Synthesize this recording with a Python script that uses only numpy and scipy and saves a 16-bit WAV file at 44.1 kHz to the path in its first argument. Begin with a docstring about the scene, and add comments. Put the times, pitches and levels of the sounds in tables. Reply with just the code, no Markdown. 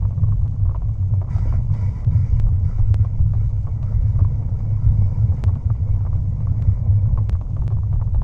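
"""A bicycle's frame and microphone mount boom near 100 Hz on a rough path: coloured noise, an unsteady
hum and a short decaying sine at every bump. Air buffets the microphone as gusts of low noise.
Loose parts knock as short ringing modes, and the tyres rumble as flickering filtered noise.
The chain whirrs in bursts of resonant noise, and now and then the signal snaps by a sudden step."""
import sys
import numpy as np
from scipy import signal
from scipy.fft import rfft, irfft, next_fast_len
from scipy.io import wavfile
from scipy.ndimage import map_coordinates

SR = 44100
rng = np.random.default_rng(int(sys.argv[2]) if len(sys.argv) > 2 else 0)


def linear_from_db(decibels):
    """Turn decibels (scalar or array-like) into linear amplitude factors; 0 gives 1."""
    return 10 ** (np.asarray(decibels, float) / 20)


def dump_mix(stems):
    """Bounce the given channels to the path in sys.argv[1] as a 16-bit WAV at rate SR."""
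    frames = np.atleast_2d(stems).T  # one column per channel
    limited = np.clip(frames, -1, 1)  # hard clip at full scale
    pcm = np.round(limited * 32767).astype(np.int16)
    wavfile.write(sys.argv[1], SR, pcm)


N = 362943

# the path surface: t/s, unevenness as relative frame boom level/dB, grit as relative tyre rumble level/dB
PATH = [(0.0, -23.5, -46.5), (0.48, -22.5, -47.5), (0.92, -27, -48), (1.28, -25, -43), (2.34, -23.5, -43),
        (2.96, -26, -47), (3.37, -26, -45.5), (4.06, -25, -43.5), (4.24, -22, -44), (4.47, -26, -42.5),
        (5.27, -23.5, -41.5), (5.71, -29, -45), (6.53, -23, -43), (7.08, -23, -42.5), (7.47, -28.5, -45),
        (8.23, -24, -48)]


def unit(x):
    """x at rms 1."""
    return x / np.sqrt(np.mean(x ** 2) + 1e-20)


def curves(rows):
    """One value per sample for each column after the time."""
    s, *cols = np.transpose(rows)
    return [np.interp(np.arange(N) / SR, s, c) for c in cols]


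def wobble(rate):
    """A smooth random curve, rate knots a second."""
    knots = rng.standard_normal(int(N * rate / SR) + 4)
    return map_coordinates(knots, [np.arange(N) * rate / SR])


def swells(rows, half_s):
    """A bell-shaped change in dB for each (s, dB) row, down to 1/e at half_s from its middle."""
    t = np.arange(N) / SR
    return sum(db * np.exp(-((t - s) / half_s) ** 2) for s, db in rows)


def filtered(x, response):
    """x times a complex response of frequency."""
    m = next_fast_len(N + SR // 2)
    return irfft(rfft(x, m) * response(np.fft.rfftfreq(m, 1 / SR)), m)[:N]


def resonance(f, centre, width):
    """Response at f of two equal band-pass resonators in series, all in Hz."""
    return (1j * f * width / (centre ** 2 - f * f + 1j * f * width)) ** 2


def coloured(x, spectrum):
    """x with the colour of (Hz, dB) points, at rms 1."""
    hz, db = np.transpose(spectrum)
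    return unit(filtered(x, lambda f: linear_from_db(np.interp(np.log(f + 1), np.log(hz + 1), db))))


def gritty(grit_db, rate):
    """White noise whose level flickers: dense uneven contacts."""
    return linear_from_db(grit_db * wobble(rate)) * rng.standard_normal(N)


def steadied(x, share):
    """x with part of its own random swelling taken out."""
    envelope = np.abs(signal.hilbert(x, next_fast_len(N))[:N])
    return unit(x / (envelope + 0.79) ** share)


def add(track, s, sound):
    """Mixes a short sound in at a time."""
    part = track[round(s * SR):][:len(sound)]
    part += sound[:len(part)]


def snaps():
    """A jump within one sample sinks back in a few milliseconds, then is smoothed; faint ones are random."""
    # sudden steps of the signal: t/s, signed height before smoothing
    steps = [(.255, .004), (0.4792, .016), (2.0475, -.03), (2.391, .006), (2.3994, .09), (2.9434, .15),
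             (3.006, .012), (3.382, .01), (5.4394, 0.19), (5.4798, 0.02), (5.553, .012), (6.6234, .045),
             (7.2954, -.14), (7.3279, 0.026), (7.34, .004), (7.672, .008), (7.6794, .07), (7.703, .01),
             (7.872, .004), (8.159, 0.008)]
    faint_count, faint_height = 40, .002  # mean height
    out = np.zeros(N)
    t = np.arange(SR // 20) / SR
    when, size, sign = rng.random((faint_count, 3)).T
    faint_heights = -faint_height * np.log(1 - size) * np.sign(sign - .5)
    faint = np.c_[when * (N / SR - .1), faint_heights]
    for s, height in np.r_[steps, faint]:
        add(out, s, height * np.exp(-t / .004))
    return filtered(out, lambda hz: 1 / (1 + 1j * hz / 9000) ** 2 / np.sqrt(1 + (hz / 11500) ** 8))


def effort():
    """Whirr gain: each stroke takes the load fast, sags and lets go, over the free-running chain."""
    # pedal strokes load the chain: start t/s, length/s, relative whirr level/dB
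    strokes = [(1.291, 0.27, -56.5), (1.716, 0.29, -58.5), (2.102, .295, -61), (2.633, 0.16, -62.5),
               (2.86, 0.053, -68.5), (2.998, 0.07, -67.5), (3.384, 0.083, -69.5), (3.809, 0.36, -65),
               (4.164, 0.19, -68), (4.565, 0.24, -68), (4.81, 0.5, -65), (5.324, 0.081, -65),
               (5.734, 0.31, -76), (6.111, 0.076, -68), (6.284, 0.35, -74.5), (6.551, 0.41, -67),
               (6.92, .45, -70.5)]
    coast_db, spin_db = -75.5, -70.5  # relative whirr level when coasting, and between strokes
    pedalling_from_s, pedalling_to_s = 1.285, 6.8
    pull_s, slack_s, sag_db_per_s = 0.0088, .035, 12  # taking the load, letting go, fading effort
    t = np.arange(N) / SR
    pedalling = (t > pedalling_from_s) & (t < pedalling_to_s)
    gain = linear_from_db(np.where(pedalling, spin_db, coast_db))
    for s, length, db in strokes:
        since = np.maximum(t - s, 0)
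        pull = 1 - np.exp(-since / pull_s)
        release = np.exp(-np.maximum(since - length, 0) / slack_s)
        gain = np.hypot(gain, pull * release * linear_from_db(db - sag_db_per_s * since))
    return gain * linear_from_db(.7 * wobble(12))


def chain():
    """Links and teeth rub into metal resonances that wax and wane, narrow ones most, over a faint hiss."""
    # chain and sprocket resonances: centre f/Hz, width/Hz, relative level/dB
    metal = [(962, 150, 3.5), (1335, 240, -4), (1654, 520, -13), (1990, 150, -6), (2230, 230, -6),
             (2960, 240, -20), (3680, 330, -22), (4850, 400, -18), (5250, 250, -18), (5740, 170, -14),
             (6430, 170, -16), (5960, 4900, -21), (8800, 1200, -34.5)]
    # colour of the hiss: f/Hz, level/dB
    hiss_colour = [(1500, -29), (2500, -6.5), (4000, -10), (6000, -7), (6450, 0), (6900, -8), (8600, -10.5),
                   (10300, -22), (13000, -48.5), (16000, -120)]
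    flicker_db, wane_db, wane_rate = 1.2, 2.8, 18  # rate in knots a second
    whirr = np.zeros(N)
    for centre, width, db in metal:
        wane = wane_db * min(1, (250 / width) ** .5) * wobble(wane_rate)
        rubbing = gritty(flicker_db, rate=160)
        whirr += linear_from_db(db + wane) * filtered(rubbing, lambda f: resonance(f, centre, width))
    hiss = coloured(gritty(grit_db=2.0, rate=130), hiss_colour)
    hiss_db = -70.5 + 1.1 * wobble(4.1)
    return linear_from_db(8.5) * effort() * unit(whirr) + linear_from_db(hiss_db) * hiss


def tyres():
    """Tread on grit: a lumpy rumble of noise that flickers quickly and follows the path."""
    # colour of the rumble: f/Hz, level/dB
    tyre_colour = [(110, -27), (180, 0.5), (233, -4), (387, -21.5), (446, -13.5), (549, -16), (1050, -26),
                   (1740, -56), (2260, -53), (2640, -77), (4000, -83.5), (5200, -84.5), (8800, -120)]
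    rumble_db = curves(PATH)[1] + 1.5 + 1.1 * wobble(13)
    return linear_from_db(rumble_db) * coloured(gritty(grit_db=2.5, rate=90), tyre_colour)


def knocks():
    """Loose parts strike and rebound: casing modes ring under a bright edge and a dull after-rattle."""
    # knocks of loose parts: t/s, relative level/dB, edge level/dB relative to the knock
    strikes = [(0.024, -34, -13), (0.052, -31.5, -19), (0.107, -36.5, -13), (0.177, -32.5, -18),
               (0.235, -32.5, -16.5), (0.288, -37.5, -27), (0.322, -31, -21.5), (0.414, -40, -24),
               (0.459, -36, -20), (0.655, -39, -19), (0.668, -38.5, -22), (0.694, -30.5, -32),
               (0.711, -30.5, -21), (0.747, -25.5, -44), (0.76, -31, -11), (0.82, -32, -19.5),
               (0.891, -37.5, -21), (1.137, -30, -22), (1.216, -27, -21), (1.23, -31.5, -33),
               (1.275, -36, -21), (1.288, -30.5, -20.5), (1.364, -34, -16), (1.384, -32.5, 1.5),
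               (1.454, -35.5, -9), (1.472, -34.5, -22), (1.525, -26.5, -27), (1.539, -30.5, -29),
               (1.702, -33.5, -20.5), (1.739, -34.5, -0.5), (1.762, -34.5, -9), (2.467, -31, -28),
               (2.489, -35, -28), (2.784, -32.5, -13), (2.8, -34, -37), (3.048, -29.5, -10),
               (3.193, -37.5, -17), (3.336, -27.5, -14), (3.671, -30.5, -26.5), (3.829, -33.5, -1.5),
               (3.925, -33, -19), (4.155, -33, -24), (4.191, -23.5, -36), (4.207, -30.5, -14.5),
               (4.248, -31, -15), (4.425, -31, -15.5), (4.487, -33, -11), (4.592, -37.5, -4.5),
               (4.604, -36, -24.5), (4.65, -37, -24.5), (5.322, -32, -30), (5.484, -27.5, -21),
               (5.493, -32, -25), (5.556, -32.5, -9), (5.702, -27.5, -27), (5.75, -35, -13),
               (5.889, -34, -19.5), (5.951, -36.5, -10), (6.008, -33, -21.5), (6.051, -30.5, -29),
               (6.065, -27.5, -31), (6.13, -31.5, -39), (6.16, -40, -6), (6.405, -34, -11.5),
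               (6.471, -29.5, -25), (7.055, -36.5, -30.5), (7.092, -40, -14), (7.175, -25.5, -17),
               (7.186, -29, -16), (7.352, -27.5, -26.5), (7.413, -30, -11), (7.566, -26, -17),
               (7.59, -36, -25), (7.621, -30, -19), (7.705, -29, -19), (7.713, -31.5, -17),
               (7.724, -34, -12), (7.769, -30, -27), (7.833, -34.5, -32), (7.928, -31, -15),
               (7.938, -35, -11), (7.958, -34.5, -18), (8.0, -38, -27), (8.014, -25, -39),
               (8.075, -34, -28), (8.146, -27, -14), (8.159, -34, -33), (8.218, -26, -11)]
    # modes of the microphone casing: f/Hz, level/dB, t60/s
    casing = [(389, -8, 0.063), (575, -1.5, 0.022), (707, 4, 0.015), (906, 2, 0.018), (1071, -3, 0.029),
              (1490, -20.5, 0.0096)]
    # small random knocks: 60 clumps of 3
    small = rng.random((60, 3, 2))
    clump_s = small[:, :1, 0] * (N / SR - .2) + 0.082 * small[:, :, 1]
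    small_db = -49 + 9 * rng.random(clump_s.size)
    extra = np.c_[clump_s.ravel(), small_db, np.full(clump_s.size, -22)]
    # each listed part strikes back once
    rebound_s, rebound_loss_db = .011, 8  # mean flight, mean loss
    flight, loss = rng.random((len(strikes), 2)).T + .5
    rebounds = strikes + np.c_[rebound_s * flight, -rebound_loss_db * loss, 3 * loss]
    rows = np.r_[strikes, rebounds, extra]

    hz, mode_db, t60 = np.transpose(casing)[:, :, None]
    t = np.arange(SR // 20) / SR
    onset = 1 - np.exp(-t / 0.00077)
    body, edges, rattle = np.zeros((3, N))
    for s, db, edge_db in rows:
        # every knock excites and detunes the modes anew
        louder, detune = rng.standard_normal((2, len(casing), 1))
        noise = rng.standard_normal(len(t))
        ring_level = linear_from_db(db - 5.5 + mode_db + 3.3 * louder - 60 * t / t60)
        rings = ring_level * np.sin(2 * np.pi * hz * (1 + 0.049 * detune) * t)
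        add(body, s, rings.sum(axis=0) * onset)
        add(edges, s, noise * linear_from_db(db + edge_db - 1.0 - 60 * t / 0.0093))
        add(rattle, s, noise[::-1] * linear_from_db(db - 1.5 - 60 * t / .05))
    bright = filtered(edges, lambda f: resonance(f, 2300, 2800))
    dull = filtered(rattle, lambda f: resonance(f, 750, 900) / (1 + 1j * f / 1400) ** 2)
    return body + bright + dull


def air():
    """Turbulence on the microphone port: low noise in gusts, a little stronger where the path is uneven."""
    # gusts: t/s, level/dB over the steady air stream
    port_gusts = [(.04, 6.5), (.42, 7), (.67, 8.5), (.86, 4), (1.14, 4), (1.5, 6), (2.1, 4.5), (2.33, 7),
                  (2.46, 14.5), (2.66, 7), (2.84, 10.5), (3.0, 2), (3.23, 11.5), (4.0, 10.5), (4.19, 6),
                  (4.89, 13.5), (5.03, 7.5), (5.29, 3.5), (5.48, 3.5), (5.69, 4.5), (5.93, 7.5),
                  (6.11, 4.5), (6.7, 9.5), (6.88, 4.5), (7.16, 11), (7.35, 7.5), (7.6, 9.5), (7.77, 6),
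                  (8.0, 5.5), (8.17, 11)]
    # colour of the turbulence: f/Hz, level/dB
    air_colour = [(4.7, -6.5), (8.0, -6), (54, -2), (85, -8), (110, -22), (190, -120)]
    stream_db, gust_s = -25, .04  # steady air stream; half length of a gust
    shake_db = .3 * (curves(PATH)[0] + 24)
    buffet_db = stream_db + shake_db + swells(port_gusts, gust_s) + 1.5 * wobble(3.5)
    turbulence = coloured(rng.standard_normal(N), air_colour)
    return linear_from_db(buffet_db) * steadied(turbulence, share=0.48)


def frame():
    """Road texture keeps the mount humming amid a broad boom; each bump kicks it into a few cycles."""
    # bumps in the path: t/s, level/dB before onset and decay, ring f/Hz
    path_bumps = [(0.219, 2, 96.3), (0.655, -2, 85), (0.997, -4.5, 95.5), (1.12, -1, 97.5),
                  (1.346, -11, 80.7), (1.827, -3, 97.5), (2.067, 2, 104.7), (2.146, 1, 104),
                  (2.229, -7, 98), (2.325, -1, 83), (2.524, 1, 89.3), (2.644, 1.5, 101.5),
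                  (2.79, 0.5, 94.7), (2.9, 1, 79), (2.996, 3.5, 101), (3.2, -0.5, 96.3),
                  (3.247, -7.5, 82.6), (4.04, 2.5, 101), (4.214, 4, 98), (4.861, -2, 97.2),
                  (4.984, -2.5, 100), (5.232, -10, 93.5), (5.285, 3, 87.8), (5.466, 0.5, 90.4),
                  (5.654, -1, 81), (5.699, 0.5, 104.3), (5.799, -3.5, 81.4), (5.891, -9.5, 72),
                  (6.673, -0.5, 99), (6.876, 3, 94.4), (7.124, -4.5, 109.4), (7.32, -4, 75.4),
                  (7.696, -5.5, 85.3)]
    # brief dips of the boom: t/s, depth/dB (negative: a rise)
    boom_dips = [(.73, 7.5), (.96, 13), (1.25, 3), (1.72, -4), (2.04, 19), (2.29, 9.5), (2.73, 6),
                 (3.12, 0), (3.33, 1), (5.62, 13.5), (5.76, 6.5), (6.12, 0.5), (6.78, 7.5), (7.47, 6.5)]
    # colour of the broad boom: f/Hz, level/dB
    boom_colour = [(30, -20), (60, -9.5), (85, -1), (101, 4.5), (120, 0), (150, -6.5), (200, -28),
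                   (280, -36), (400, -82), (700, -120)]
    dip_s, bump_s, bump_lift_db = 0.025, .05, 2  # half lengths; swell of the boom around every bump
    lifts = [(s + bump_s / 2, bump_lift_db) for s, *_ in path_bumps]
    boom_db = curves(PATH)[0] + 1.9 - swells(boom_dips, dip_s) + swells(lifts, bump_s)
    hum_hz = 101 + 5 * wobble(14)
    hum = np.sqrt(2) * np.sin(2 * np.pi * np.cumsum(hum_hz) / SR)
    boom = steadied(coloured(gritty(grit_db=2.6, rate=23), boom_colour), share=0.46)
    out = linear_from_db(boom_db) * (linear_from_db(-2 + 1.8 * wobble(26)) * hum + linear_from_db(-0.5) * boom)
    t = np.arange(SR // 5) / SR
    onset = 1 - np.exp(-t / 0.013)
    for s, db, hz in path_bumps:
        swing = onset * linear_from_db(db - 60 * t / .12)  # t60 0.12 s
        add(out, s, swing * np.sin(2 * np.pi * (hz * t + rng.random())))
    return out


def housing(sound):
    """The sealed microphone case dulls the treble of sound passing through it."""
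    return filtered(sound, lambda hz: 1 / (1 + 1j * hz / 9000) ** 2 / np.sqrt(1 + (hz / 9900) ** 14))


def scene():
    """Tyres, chain and knocks pass through the case; snaps, air and frame boom are added directly."""
    return (snaps() + housing(chain() + tyres() + knocks()) + air() + frame())[None]


def low_pass(x):
    """Removes everything above the highest recorded frequency."""
    return signal.sosfilt(signal.butter(12, 14010, fs=SR, output="sos"), x)


def record(dry):
    """The microphone input saturates softly, rounding off the highest peaks."""
    top = .62  # the ceiling that peaks approach
    mix = dry / (1 + np.abs(dry / top) ** 6) ** (1 / 6)
    return low_pass(mix)


dry = scene()
out = record(dry)
dump_mix(out)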